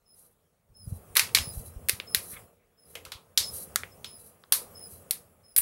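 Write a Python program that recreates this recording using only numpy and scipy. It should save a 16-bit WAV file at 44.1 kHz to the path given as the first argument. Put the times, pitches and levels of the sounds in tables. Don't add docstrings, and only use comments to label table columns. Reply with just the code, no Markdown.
import sys
import numpy as np
from scipy import signal
from scipy.fft import rfft, irfft
from scipy.io import wavfile
from scipy.ndimage import uniform_filter1d, map_coordinates

SR = 44100
rng = np.random.default_rng(int(sys.argv[2]) if len(sys.argv) > 2 else 0)


def wrap_up_sound(samples):
    columns = np.atleast_2d(samples).T
    tamed = np.clip(columns, -1, 1)
    steps = np.round(tamed * 32767).astype(np.int16)
    wavfile.write(sys.argv[1], SR, steps)


def how_loud(loudness_db):
    steps = np.asarray(loudness_db, float) / 20
    return 10 ** steps


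N = 247401


def unit(x):
    return x / np.sqrt(np.mean(x ** 2) + 1e-20)


def along(points, hz):
    f, v = np.transpose(points)
    return np.interp(np.log(hz + 1), np.log(f + 1), v)


def curves(rows):
    s, *cols = np.transpose(rows)
    return [np.interp(np.arange(N) / SR, s, c) for c in cols]


def wobble(rate):
    knots = rng.standard_normal(int(N * rate / SR) + 4)
    return map_coordinates(knots, [np.arange(N) * rate / SR])


def rush(spectrum, patchy_db):
    _, _, z = signal.stft(rng.standard_normal(N + 4096), SR, nperseg=512)
    patches = uniform_filter1d(rng.standard_normal(z.shape), 6, 0)
    patches = uniform_filter1d(patches, 10, 1)
    x = signal.istft(z * how_loud(patchy_db * unit(patches)), SR, nperseg=512)[1]
    colour = how_loud(along(spectrum, np.fft.rfftfreq(len(x), 1 / SR)))
    return unit(irfft(rfft(x) * colour, len(x))[:N])


def swell(start_s, hold_s, rise_s, fall_s):
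    edge_db = -24
    first_s, last_s = start_s - rise_s, start_s + hold_s + fall_s
    rows = [(first_s, edge_db), (start_s, 0), (start_s + hold_s, 0), (last_s, edge_db)]
    t = np.arange(N) / SR
    soft_ends = np.clip(np.minimum(t - first_s, last_s - t) / 0.008, 0, 1)
    return soft_ends * how_loud(curves(rows)[0])


# pitch_hz [Hz], level_db [dB per Hz]
MURMUR_COLOUR = [(88, -49), (150, 5), (294, -6), (472, 2.5), (692, -3.5), (988, -10.5), (1220, -8),
                 (1550, -16), (3500, -24.5), (4550, -53.5), (7700, -120)]


def far_room(gate_db):
    whine_hz = 15625
    whine = how_loud(-3.5 + 1.3 * wobble(30)) * np.sin(2 * np.pi * whine_hz * np.arange(N) / SR)
    murmur = rush(MURMUR_COLOUR, patchy_db=1.5)
    return how_loud(gate_db) * (how_loud(7.0) * murmur + whine)


# pitch_hz [Hz], level_db [dB per Hz]
HISS_COLOUR = [(1470, -56.5), (2500, -18), (3680, -25.5), (4080, -20.5), (6600, -16), (9720, -9.5),
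               (11300, -7), (16100, -17), (16500, -41)]


def gated_hiss(gate_db):
    level_db, growth = 2, 1.1
    widest_db = gate_db.max()
    hiss_db = level_db + widest_db + growth * (gate_db - widest_db)
    return how_loud(hiss_db) * rush(HISS_COLOUR, patchy_db=2.8)


# pitch_hz [Hz], level_db [dB per Hz]
RUMBLE_COLOUR = [(12, -45), (20, -15.5), (27, -27.5), (87, 5), (134, -7), (167, -11.5), (250, -10.5),
                 (320, -58.5), (550, -120)]
# time_s [s], level_db [dB over the murmur]
GRIP = [
    (0.4, 2),
    (0.9, 22),
    (1.1, 6),
    (1.6, 14.5),
    (1.9, 6.5),
    (2.3, 2),
    (3.1, 5.5),
    (5.6, 2.5),
]
# start_s [s], peak_db [dB], pitch_hz [Hz]
BUMPS = [(0.7, -54, 53.8), (0.873, -33, 94), (0.922, -30, 98), (1, -56, 53.5), (1.102, -51, 64),
         (1.411, -35.5, 78), (1.472, -38, 116), (1.572, -30, 48.7), (1.762, -33.5, 48.8),
         (1.931, -40, 95.4), (2.169, -43.5, 83), (3.071, -51.5, 80), (3.151, -47.5, 80),
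         (5.586, -46.5, 61.4)]


def hands(gate_db):
    bumps, t = np.zeros(N + SR), np.arange(SR // 10) / SR
    for start_s, peak_db, pitch_hz in BUMPS:
        shake = t / 0.0067 * np.exp(1 - t / 0.0035)
        bump = how_loud(peak_db + 12.0) * np.sin(2 * np.pi * pitch_hz * t) * shake
        bumps[round(start_s * SR):][:len(t)] += bump
    unsteady = how_loud(3 * wobble(20))
    rumble = unit(unsteady * rush(RUMBLE_COLOUR, patchy_db=1.9))
    return bumps[:N] + how_loud(gate_db + curves(GRIP)[0] + 0.5) * rumble


# start_s [s], squeak_length_s [s], squeak_db [dB], swish_length_s [s], swish_db [dB]
TURNS = [
    (0.068, 0.078, -61, 0.083, -57),
    (0.755, 0.1, -56, 0.071, -50),
    (1.408, 0.097, -42, 0.13, -45),
    (2.08, .11, -47, 0.11, -42.5),
    (2.781, 0.076, -61.5, 0.066, -53.5),
    (3.442, 0.052, -35.5, 0.098, -39),
    (3.92, 0.011, -56.5, .03, -73),
    (4.058, 0.11, -52, 0.06, -48.5),
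    (4.76, .11, -47.5, 0.082, -50),
    (5.447, 0.095, -61, 0.028, -80.5),
]


def bearing():
    squeak_hz, sag_hz = 5182, 155
    sag_db = 5
    full_s = 0.085
    rise_s, fall_s = 0.018, 0.04
    octave_late_s, octave_db = 0.012, 4.5
    out, t, jitter = np.zeros(N), np.arange(N) / SR, 1 + 0.006 * wobble(140)
    beating = 0.35 * wobble(60) + 0.35 * wobble(250)
    smearing = [0.8 * wobble(600), 0.8 * wobble(700)]
    flutter = [[1.1], [0.6], [0.5]] + np.array([beating, *smearing])
    for start_s, length_s, db, *_ in TURNS:
        slowing = np.clip((t - start_s) / length_s, 0, 1)
        full = min(length_s / full_s, 1) ** 2
        hz = squeak_hz - full * sag_hz * min(1.2 * full_s / length_s, 1) * slowing ** 2
        phase = 2 * np.pi * np.cumsum(hz * jitter) / SR
        tone = how_loud(-sag_db * slowing) * swell(start_s, length_s, rise_s, fall_s)
        late_swell = swell(start_s + octave_late_s, length_s - octave_late_s, rise_s, fall_s)
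        octave = full * np.sin(np.pi * (0.15 + 0.23 * slowing)) * late_swell
        harmonics = np.array([tone, how_loud(octave_db) * octave, how_loud(octave_db - 10.0) * octave])
        out += np.sum(how_loud(db) * harmonics * flutter * np.sin([[1], [2], [3]] * phase), 0)
    return out


# pitch_hz [Hz], level_db [dB per Hz]
BLADE_COLOUR = [(1760, -40), (3000, -28.5), (3380, -27.5), (4050, -17.5), (4760, -16.5), (5070, -19),
                (6090, -14), (6620, -17.5), (7350, -16.5), (10100, -1), (12600, -3.5), (14100, -17),
                (16000, -13.5)]


def fan_blades():
    gap_s, rise_s, fall_s, fade_db = 0.046, 0.069, 0.09, 7
    guard_hz, guard_db = 4000, -19.5
    t, sweep = np.arange(N) / SR, np.zeros(N)
    for squeak_start_s, squeak_s, _, swish_s, db in TURNS:
        start_s = squeak_start_s + squeak_s + gap_s
        fading_db = fade_db * np.clip((t - start_s) / swish_s, 0, 1)
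        sweep += how_loud(db - fading_db) * swell(start_s, swish_s, rise_s, fall_s)
    guard = how_loud(guard_db) * wobble(120) * np.sin(2 * np.pi * guard_hz * t)
    ragged = how_loud(3.2 * wobble(30) + 0.98 * wobble(150))
    return sweep * ragged * (rush(BLADE_COLOUR, patchy_db=1.1) + guard)


# time_s [s], level_db [dB]
RUSTLE = [
    (2.28, -103),
    (2.33, -52.5),
    (2.38, -55),
    (2.46, -81),
]
# pitch_hz [Hz], level_db [dB per Hz]
SLIDE_COLOUR = [(600, -47), (1200, -4.5), (2200, -7.5), (3500, -13.5), (6000, -46)]


def lid_slide():
    grain = how_loud(3 * wobble(100))
    return how_loud(curves(RUSTLE)[0]) * grain * rush(SLIDE_COLOUR, patchy_db=2.5)


def hump(hz, centre_hz, spread, db):
    bell = np.exp(-(np.log(hz / centre_hz) / spread) ** 2 / 2)
    return (how_loud(db) / (centre_hz * spread) * bell) ** 2


def click(power):
    cep = irfft(np.log(power + 1e-7 * power.max()) / 2)
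    cep[1:len(cep) // 2] *= 2
    cep[len(cep) // 2 + 1:] = 0
    return irfft(np.exp(rfft(cep)))


# pitch_hz [Hz], time to fall 60 dB decay_s [s]
ROOM = [(500, 0.76), (1500, 0.21), (4000, 0.2), (10000, 0.23), (16000, 0.16)]


def echo(x, early_db):
    hz, t, z = signal.stft(rng.standard_normal(SR // 2), SR, nperseg=256)
    decay = how_loud(-60 * t / along(ROOM, hz)[:, None])
    tail = signal.istft(z * decay, SR, nperseg=256)[1]
    t = np.arange(len(tail)) / SR
    shiver = 1 + how_loud(early_db - 60 * t / 0.015)
    tail = tail * (1 - np.exp(-t / 0.00075)) * shiver
    return signal.fftconvolve(x, tail / np.linalg.norm(tail))


def crack_burst():
    first_crack = 1.4
    t = np.arange(256) / SR
    cracks = rng.standard_normal(len(t)) * np.sqrt(t / SR) * np.exp(-t / 0.0015)
    return cracks / np.linalg.norm(cracks) + first_crack * (np.arange(len(t)) == 20)


# start_s [s], film_db [dB], tray_db [dB], lid_db [dB], room_tail_db [dB]
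TEARS = [(1.1538, -16.5, -32.5, -31.5, 1.5), (1.1671, -3, -22, -20.5, 0.5), (1.169, -4, -10, -6.5, -6.5),
         (1.1946, -4.5, -11, -11, -3), (1.3484, -6.5, -14.5, -10, 2), (1.8864, -7, -21.5, -23, -6),
         (1.8945, 0.5, -11, -9, -13), (2.1473, 1.5, -10.5, -9.5, -10), (3.3754, -10, -24.5, -12.5, 4.5),
         (4.5227, -1, -22, -35.5, -2), (4.522, -7.5, -31, -20, 7), (5.109, -2, -22, -17.5, -9),
         (5.563, -3.5, -29, -26, 2.5), (5.5783, -3, -39, -33, 2), (5.5844, 0.5, -23, -56.5, -4)]
# start_s [s], film_db [dB], tray_db [dB], lid_db [dB], tray_pitch_hz [Hz]
TICKS = [(1.1618, -23.5, -18.5, -27, 1670), (1.179, -30.5, -23.5, -22.5, 1600),
         (2.9536, -64, -43, -69, 462), (1.272, -43, -48, -43, 2140), (2.9532, -30, -28, -43.5, 2460),
         (3.051, -32.5, -36, -42, 2670), (3.0616, -49.5, -43, -54, 1230), (3.1193, -29, -29, -28, 2750),
         (4.047, -71, -48, -67.5, 1200), (4.0442, -31, -31.5, -31, 2970), (4.524, -60, -28, -60, 1220),
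         (3.1197, -70, -40, -70, 1100)]
# start_s [s], film_db [dB], tray_db [dB], lid_db [dB], tray_pitch_hz [Hz]
POPS = [
    (4.4377, -62, -41, -45, 1250),
    (1.373, -60, -31, -60, 830),
    (1.2914, -49.5, -30, -60, 2240),
    (1.3717, -25.5, -11, -29.5, 2270),
    (1.3862, -16, -10, -27, 2560),
    (1.9999, -29, -18.5, -24, 2400),
    (3.7588, -5, -13, -17, 1642),
    (3.834, -57, -20, -36, 2120),
]


def peeling():
    tear_tray_hz, tear_lid_hz, tear_rim_db = 2235, 4263, 1.5
    small_lid_hz, small_rim_db = 3800, -2
    tray_spread, thud_db = 0.29, -26
    snaps = []
    for s, film_db, tray_db, lid_db, tail_db in TEARS:
        snaps.append((s, film_db, tray_db, lid_db, tear_tray_hz, tear_lid_hz, lid_db + tear_rim_db, tail_db))
    for rows, tail_db in ((TICKS, -0.5), (POPS, -13)):
        snaps += [(*row, small_lid_hz, row[1] + small_rim_db, tail_db) for row in rows]

    out, hz = np.zeros(N + SR), np.fft.rfftfreq(1024, 1 / SR) + 1
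    for s, film_db, tray_db, lid_db, tray_hz, lid_hz, rim_db, tail_db in snaps:
        film = hump(hz, 11670, 0.24, film_db) + hump(hz, 9400, 0.067, film_db - 23.5)
        tray = hump(hz, tray_hz, tray_spread, tray_db - 2.0) + hump(hz, 1300, 0.36, tray_db - 15.5)
        lid = hump(hz, lid_hz, 0.23, lid_db)
        rim = hump(hz, 5900, 0.38, rim_db)
        port = 1 / (1 + (hz / 13600) ** 14)
        pulse = 0.3 * SR * click((film + tray + lid + rim) * port)
        thud = 0.3 * SR * click(hump(hz, 450, 0.31, tray_db + thud_db))
        snap = 0.5 * np.convolve(pulse + thud, crack_burst())
        wet = how_loud(tail_db + 4.5) * echo(pulse, early_db=12)
        start = round(s * SR)
        out[start:][:len(snap)] += snap
        out[start:][:len(wet)] += wet
    return out[:N]


# time_s [s], level_db [dB]
GATE = [(0.0, -84), (0.23, -75), (0.62, -86), (0.97, -66), (1.39, -58), (1.73, -64), (1.95, -63),
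        (2.39, -60), (2.61, -80.5), (2.8, -78.5), (2.92, -66.5), (3.37, -73), (3.41, -57.5), (4.51, -71.5),
        (4.56, -60), (5.2, -67), (5.37, -74), (5.61, -75)]


def scene():
    gate_db, = curves(GATE)
    background = far_room(gate_db) + gated_hiss(gate_db)
    fan = bearing() + fan_blades()
    lid = lid_slide() + peeling()
    return (background + hands(gate_db) + fan + lid)[None]


def low_pass(x):
    return signal.sosfilt(signal.butter(12, 16830, fs=SR, output="sos"), x)


# pitch_hz [Hz], level_db [dB per Hz]
SELF_COLOUR = [(18, -41.5), (30, 7), (48, -9.5), (163, -15.5), (291, -39.5), (480, -24.5), (814, -21.5),
               (1180, -27.5), (4530, -32), (15200, -32.5), (16500, -34)]


def record(dry):
    self_db, top_hz, bottom_hz = -74, 15850, 35
    x = dry + how_loud(self_db) * rush(SELF_COLOUR, patchy_db=3)
    x = signal.sosfilt(signal.ellip(12, 0.5, 34, top_hz, fs=SR, output="sos"), x)
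    x = signal.sosfilt(signal.butter(2, bottom_hz, btype="high", fs=SR, output="sos"), x)
    x = x / (1 + np.abs(x / 1.02) ** 8) ** (1 / 8)
    return low_pass(x)


dry = scene()
out = record(dry)
wrap_up_sound(out)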